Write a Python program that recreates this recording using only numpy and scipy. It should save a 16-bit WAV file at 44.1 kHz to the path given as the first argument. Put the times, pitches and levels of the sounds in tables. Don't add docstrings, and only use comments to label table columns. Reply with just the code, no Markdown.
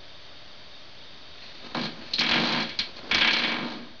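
import sys
import numpy as np
from scipy import signal
from scipy.fft import rfft, irfft
from scipy.io import wavfile
from scipy.ndimage import uniform_filter1d

SR = 44100
rng = np.random.default_rng(int(sys.argv[2]) if len(sys.argv) > 2 else 0)


def pcm_store(signal):
    levels = np.round(np.clip(np.atleast_2d(signal), -1, 1) * 32767)
    wavfile.write(sys.argv[1], SR, levels.astype(np.int16).T)


N = 176400
FFT_SIZE = 2 ** 18
T, FREQ = np.arange(N) / SR, np.arange(FFT_SIZE // 2 + 1) * SR / FFT_SIZE


def spring_twangs(modes, attack_s=.0025, decay_s=.0067, noise_share=.32):
    # start and end in seconds, first half period in seconds, ratio of successive half periods.
    releases = [(1.7456, 1.935, 0.023, 0.97), (2.1823, 2.745, 0.028, 0.96), (3.1111, 3.945, .0351, 0.97)]
    # time in seconds, then baseboard, middle, wire and treble levels in dB.
    band_levels = [
        [(1.747, -34, -30.5, -41, -36), (1.772, -29.5, -37, -41, -38), (1.795, -32.5, -38.5, -42.5, -37),
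         (1.845, -34, -40.5, -40.5, -34), (1.88, -49, -55, -55, -56.5), (1.93, -53, -69, -55, -60)],
        [(2.183, -34.5, -47.5, -31.5, -32), (2.21, -37, -35, -30, -52), (2.265, -37, -38.5, -32, -31),
         (2.315, -35, -30.5, -24, -33.5), (2.39, -27.5, -33, -33.5, -31), (2.48, -34, -33.5, -36, -31),
         (2.575, -32.5, -32, -32, -35.5), (2.66, -45, -49, -47, -45), (2.74, -65, -68, -50.5, -60)],
        [(3.11, -40, -36, -27, -44), (3.17, -39, -37, -28.5, -27.5), (3.25, -35, -33, -24, -39.5),
         (3.32, -39.5, -37.5, -28, -28.5), (3.40, -37, -37.5, -31, -36), (3.46, -33.5, -37, -32, -37),
         (3.53, -35.5, -36, -32.5, -43), (3.58, -36, -38, -39.5, -44), (3.622, -28, -40, -43.5, -46.5),
         (3.66, -41, -40, -49, -43.5), (3.71, -37.5, -43.5, -47.5, -43), (3.82, -44, -53.5, -57.5, -62),
         (3.94, -61.5, -62, -67, -65)],
    ]
    edges_hz = [135, 460, 1520, 3680, 7100]
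    # frequency in Hz, relative gain in dB.
    spectrum = [(100, -4.5), (160, 0), (235, 5), (400, -1.5), (900, 1.5), (1400, -3.5), (2300, 3.5),
                (2750, 2), (3300, 1), (3700, -3), (4150, -0.5), (4700, -8), (5200, -16), (6300, -25),
                (7000, -38.5)]
    runs = [oscillation(*row) for row in releases]
    clatters = [contact(attack_s, decay_s) for _ in range(2)]
    loose_clatter = contact(attack_s, decay_s=attack_s)
    spring = modes * minimum_phase(colour(spectrum))
    noise = rng.standard_normal(N)
    pole = np.exp(-2 / (decay_s * SR))
    sound = 0
    for column, (low, high) in enumerate(zip(edges_hz, edges_hz[1:]), start=1):
        bandpass = ((1 + (low / (FREQ + 1)) ** 12) * (1 + (FREQ / high) ** 12)) ** -.5
        band = spring * minimum_phase(bandpass)
        trains = np.zeros((2, N))
        for (times, sizes, side), levels in zip(runs, band_levels):
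            for k in range(2):
                trains[k] += impulses(times, sizes * (side == k) * envelope(levels, times, column))
        repeating = sum(filtered(train, band * clatter) for train, clatter in zip(trains, clatters))
        energy = signal.lfilter([1 - pole], [1, -pole], sum(trains) ** 2 + 1e-18)
        varying = filtered(noise * np.sqrt(energy), band * loose_clatter)
        share = noise_share * high / edges_hz[-1]
        sound += np.sqrt(1 - share) * repeating + np.sqrt(share) * varying
    return sound


def oscillation(start_s, end_s, half_period_s, ratio, shortest_s=.011, asymmetry=.035):
    clash = np.arange(96)
    side = clash % 2
    gaps = np.maximum(half_period_s * ratio ** clash, shortest_s)
    jitter_s = .00025 * rng.standard_normal(len(clash))
    scatter_db = .55 * rng.standard_normal(len(clash))
    times = start_s + np.cumsum(gaps) - gaps - asymmetry * side * gaps + jitter_s
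    sizes = np.sqrt(gaps * SR) * amp(scatter_db)
    return times, sizes * (times < end_s), side


def contact(attack_s, decay_s, room_db=0, t60_s=.24, room_onset_s=.0071, carpet_hz=4440):
    t = T[:SR // 2]
    ticks, tail = rng.standard_normal((2, len(t)))
    ticks = ticks * (1 - np.exp(-t / attack_s)) * np.exp(-t / decay_s)
    tail = tail * (1 - np.exp(-(t / room_onset_s) ** 2)) * np.exp(-np.log(1000) * t / t60_s)
    tail = signal.sosfilt(signal.butter(2, carpet_hz, fs=SR, output="sos"), tail / np.linalg.norm(tail))
    response = rfft(ticks / np.linalg.norm(ticks) + amp(room_db) * tail, FFT_SIZE)
    smooth_power = uniform_filter1d(abs(response) ** 2, size=700)
    return response * minimum_phase(smooth_power ** -.5)


def board_and_wire_modes():
    # frequency in Hz, bandwidth in Hz, peak lift in dB.
    modes = [(163.4, 8.1, 9.5), (237.2, 30, 9), (300.6, 9.4, 4.5), (332.6, 32, 7), (537.4, 12, 8.5),
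             (738.5, 22, 6.5), (905, 10, 7), (1027, 36, 8.5), (1246, 28, 7), (1396, 26, 6.5),
             (1617, 52, 7.5), (1816, 22, 5.5), (2269, 36, 9), (3237, 42, 3)]
    return 1 + sum((amp(db) - 1) / (1 + 2j * (FREQ - hz) / width) for hz, width, db in modes)


def shape_boom(twangs, corner_hz=205):
    # time in seconds, bass gain in dB.
    bass_gain = [(1.75, 1), (2.5, 2.5), (3.15, -1.5), (3.45, -5.5), (3.9, -4)]
    bass = irfft(rfft(twangs, FFT_SIZE) / (1 + (FREQ / corner_hz) ** 10))[:N]
    return twangs + bass * (envelope(bass_gain, T) - 1)


def spring_knocks(modes):
    # time in seconds, then thump, wire, ping and tick levels in dB.
    knocks = [(1.848, -69.5, -51, -34.5, -57), (2.134, -44, -47, -22.5, -39),
              (2.190, -46, -29.5, -21, -32.5), (2.205, -59, -24, -31.5, -34), (2.233, -61, -31.5, -42, -39),
              (2.289, -39, -31, -31.5, -46), (2.310, -37.5, -23.5, -30.5, -39.5),
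              (2.338, -50, -30.5, -33.5, -39.5), (2.446, -61.5, -41.5, -38, -44.5),
              (2.486, -67.5, -35, -36, -58), (2.521, -52.5, -28.5, -32.5, -39.5),
              (2.600, -51, -32, -33.5, -42.5), (2.625, -59.5, -43.5, -35.5, -44),
              (2.690, -71, -35.5, -39.5, -50), (2.788, -38.5, -26.5, -22.5, -33.5),
              (2.964, -74.5, -52, -45, -57), (3.111, -38.5, -21.5, -36.5, -38),
              (3.143, -32.5, -25.5, -29, -29.5), (3.208, -44.5, -18, -36, -42),
              (3.244, -50.5, -26.5, -39, -41.5), (3.272, -63, -23.5, -31, -38),
              (3.329, -51, -26.5, -30.5, -35), (3.384, -51, -35.5, -31, -48),
              (3.433, -60, -24, -31.5, -46.5), (3.478, -52.5, -33.5, -33, -52),
              (3.516, -55, -31.5, -43, -46)]
    # frequency in Hz, relative gain in dB.
    thump = [(20, -10), (50, 0.5), (110, -8.5), (230, 2), (450, -17), (1200, -34)]
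    wire = [(200, -19.5), (900, -15.5), (1700, -5), (2400, 4.5), (2800, -0.5), (3400, 6), (4000, -10),
            (5000, -14.5), (7000, -51)]
    ping = [(1500, -35), (3000, -13), (3450, -11), (3700, -10.5), (4050, -1.5), (4220, 1), (4400, -4.5),
            (4700, -9), (5200, -21), (7000, -46)]
    tick = [(3500, -26), (4600, 2.5), (5400, 2), (5900, -7), (6500, -12), (7000, -24)]
    heavy = dict(attack_s=.0096, decay_s=.0071, room_db=1)
    parts = [(minimum_phase(colour(thump)), heavy),
             (modes * minimum_phase(colour(wire)), heavy),
             (minimum_phase(colour(ping)), dict(attack_s=.0046, decay_s=.0072, room_db=-2.5)),
             (minimum_phase(colour(tick)), dict(attack_s=.0096, decay_s=.004, room_db=-5.5))]
    times, *levels = np.array(knocks).T
    sizes = amp(levels) * np.sqrt(.016 * SR)
    sound = 0
    for size, (response, shape) in zip(sizes, parts):
        for k in range(2):
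            sound += filtered(impulses(times[k::2], size[k::2]), response * contact(**shape))
    return sound


def puppy_rustle(modes, grain_db=3, grain_hz=125):
    # time in seconds, body level in dB, fur level in dB.
    levels = [(0, -79, -72), (1.3, -63.5, -68), (1.42, -61, -47.5), (1.53, -62, -49.5), (1.62, -47, -47.5),
              (1.72, -50.5, -54), (1.97, -48, -56), (2.08, -51, -47), (2.5, -54.5, -54.5),
              (2.87, -48.5, -49.5), (2.94, -54, -67.5), (2.98, -46.5, -43.5), (3.02, -48, -66.5),
              (3.07, -42.5, -52.5), (3.11, -40.5, -46), (3.5, -62, -48), (4, -74, -67)]
    # frequency in Hz, relative gain in dB.
    body_spectrum = [(60, -23), (150, -10.5), (230, -2), (450, -0.5), (900, -7), (1600, -9.5), (4000, -35)]
    fur_spectrum = [(500, -16.5), (1500, -8), (2500, -0.5), (3400, -7.5), (4300, 4.5), (5100, -12),
                    (6300, -20), (7000, -39)]
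    grain = amp(grain_db * np.interp(T, np.arange(500) / grain_hz, rng.standard_normal(500)))
    body, fur = rng.standard_normal((2, N)) * grain / np.sqrt(np.mean(grain ** 2))
    nudges = filtered(body * envelope(levels, T), modes * colour(body_spectrum))
    scuffs = filtered(fur * envelope(levels, T, column=2), colour(fur_spectrum))
    return nudges + scuffs


def background(whistle_hz=3694, width_hz=98):
    # frequency in Hz, relative gain in dB.
    hiss_spectrum = [(20, 2), (35, -10), (75, 5.5), (125, 2), (175, -0.5), (340, -1.5), (490, -3.5),
                     (610, 3.5), (770, -3.5), (1800, -3.5), (2750, -4), (3250, 1), (4050, -4.5),
                     (4550, 1.5), (5100, -8.5), (6300, -19), (7000, -48.5)]
    # time in seconds, level in dB.
    hiss_levels = [(0, -48.5), (1.7, -48), (3.3, -46), (4, -52)]
    whistle_levels = [(0, -58.5), (.7, -59), (.76, -52), (.95, -68), (1.01, -53), (1.25, -56), (1.6, -54.5),
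                      (4, -61)]
    broad, narrow = rng.standard_normal((2, N))
    hiss = filtered(broad, colour(hiss_spectrum))
    whistle = filtered(narrow, 1 / (1 + 1j * (FREQ - whistle_hz) / width_hz) ** 2)
    return hiss * envelope(hiss_levels, T) + whistle * envelope(whistle_levels, T)


def amp(db):
    return 10 ** (np.asarray(db) / 20)


def envelope(rows, times, column=1):
    rows = np.array(rows)
    return amp(np.interp(times, rows[:, 0], rows[:, column]))


def colour(points):
    hz, db = np.array(points).T
    return amp(np.interp(np.log(FREQ + 1), np.log(hz), db))


def minimum_phase(gain):
    cepstrum = irfft(np.log(gain + 1e-6))
    cepstrum[1:FFT_SIZE // 2] *= 2
    return np.exp(rfft(cepstrum[:FFT_SIZE // 2 + 1], FFT_SIZE))


def filtered(x, response):
    return irfft(rfft(x, FFT_SIZE) * response / np.sqrt(np.mean(abs(response) ** 2)))[:N]


def impulses(times, sizes):
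    return np.bincount(np.clip(times * SR, 0, N - 1).astype(int), sizes, N)


def scene():
    modes = board_and_wire_modes()
    twangs = shape_boom(spring_twangs(modes))
    return (twangs + spring_knocks(modes) + puppy_rustle(modes) + background())[None]


def record(dry):
    cutoff_hz, offset = 6900, -.0062
    return signal.sosfilt(signal.ellip(10, .2, 80, cutoff_hz, fs=SR, output="sos"), dry) + offset


dry = scene()
out = record(dry)
pcm_store(out)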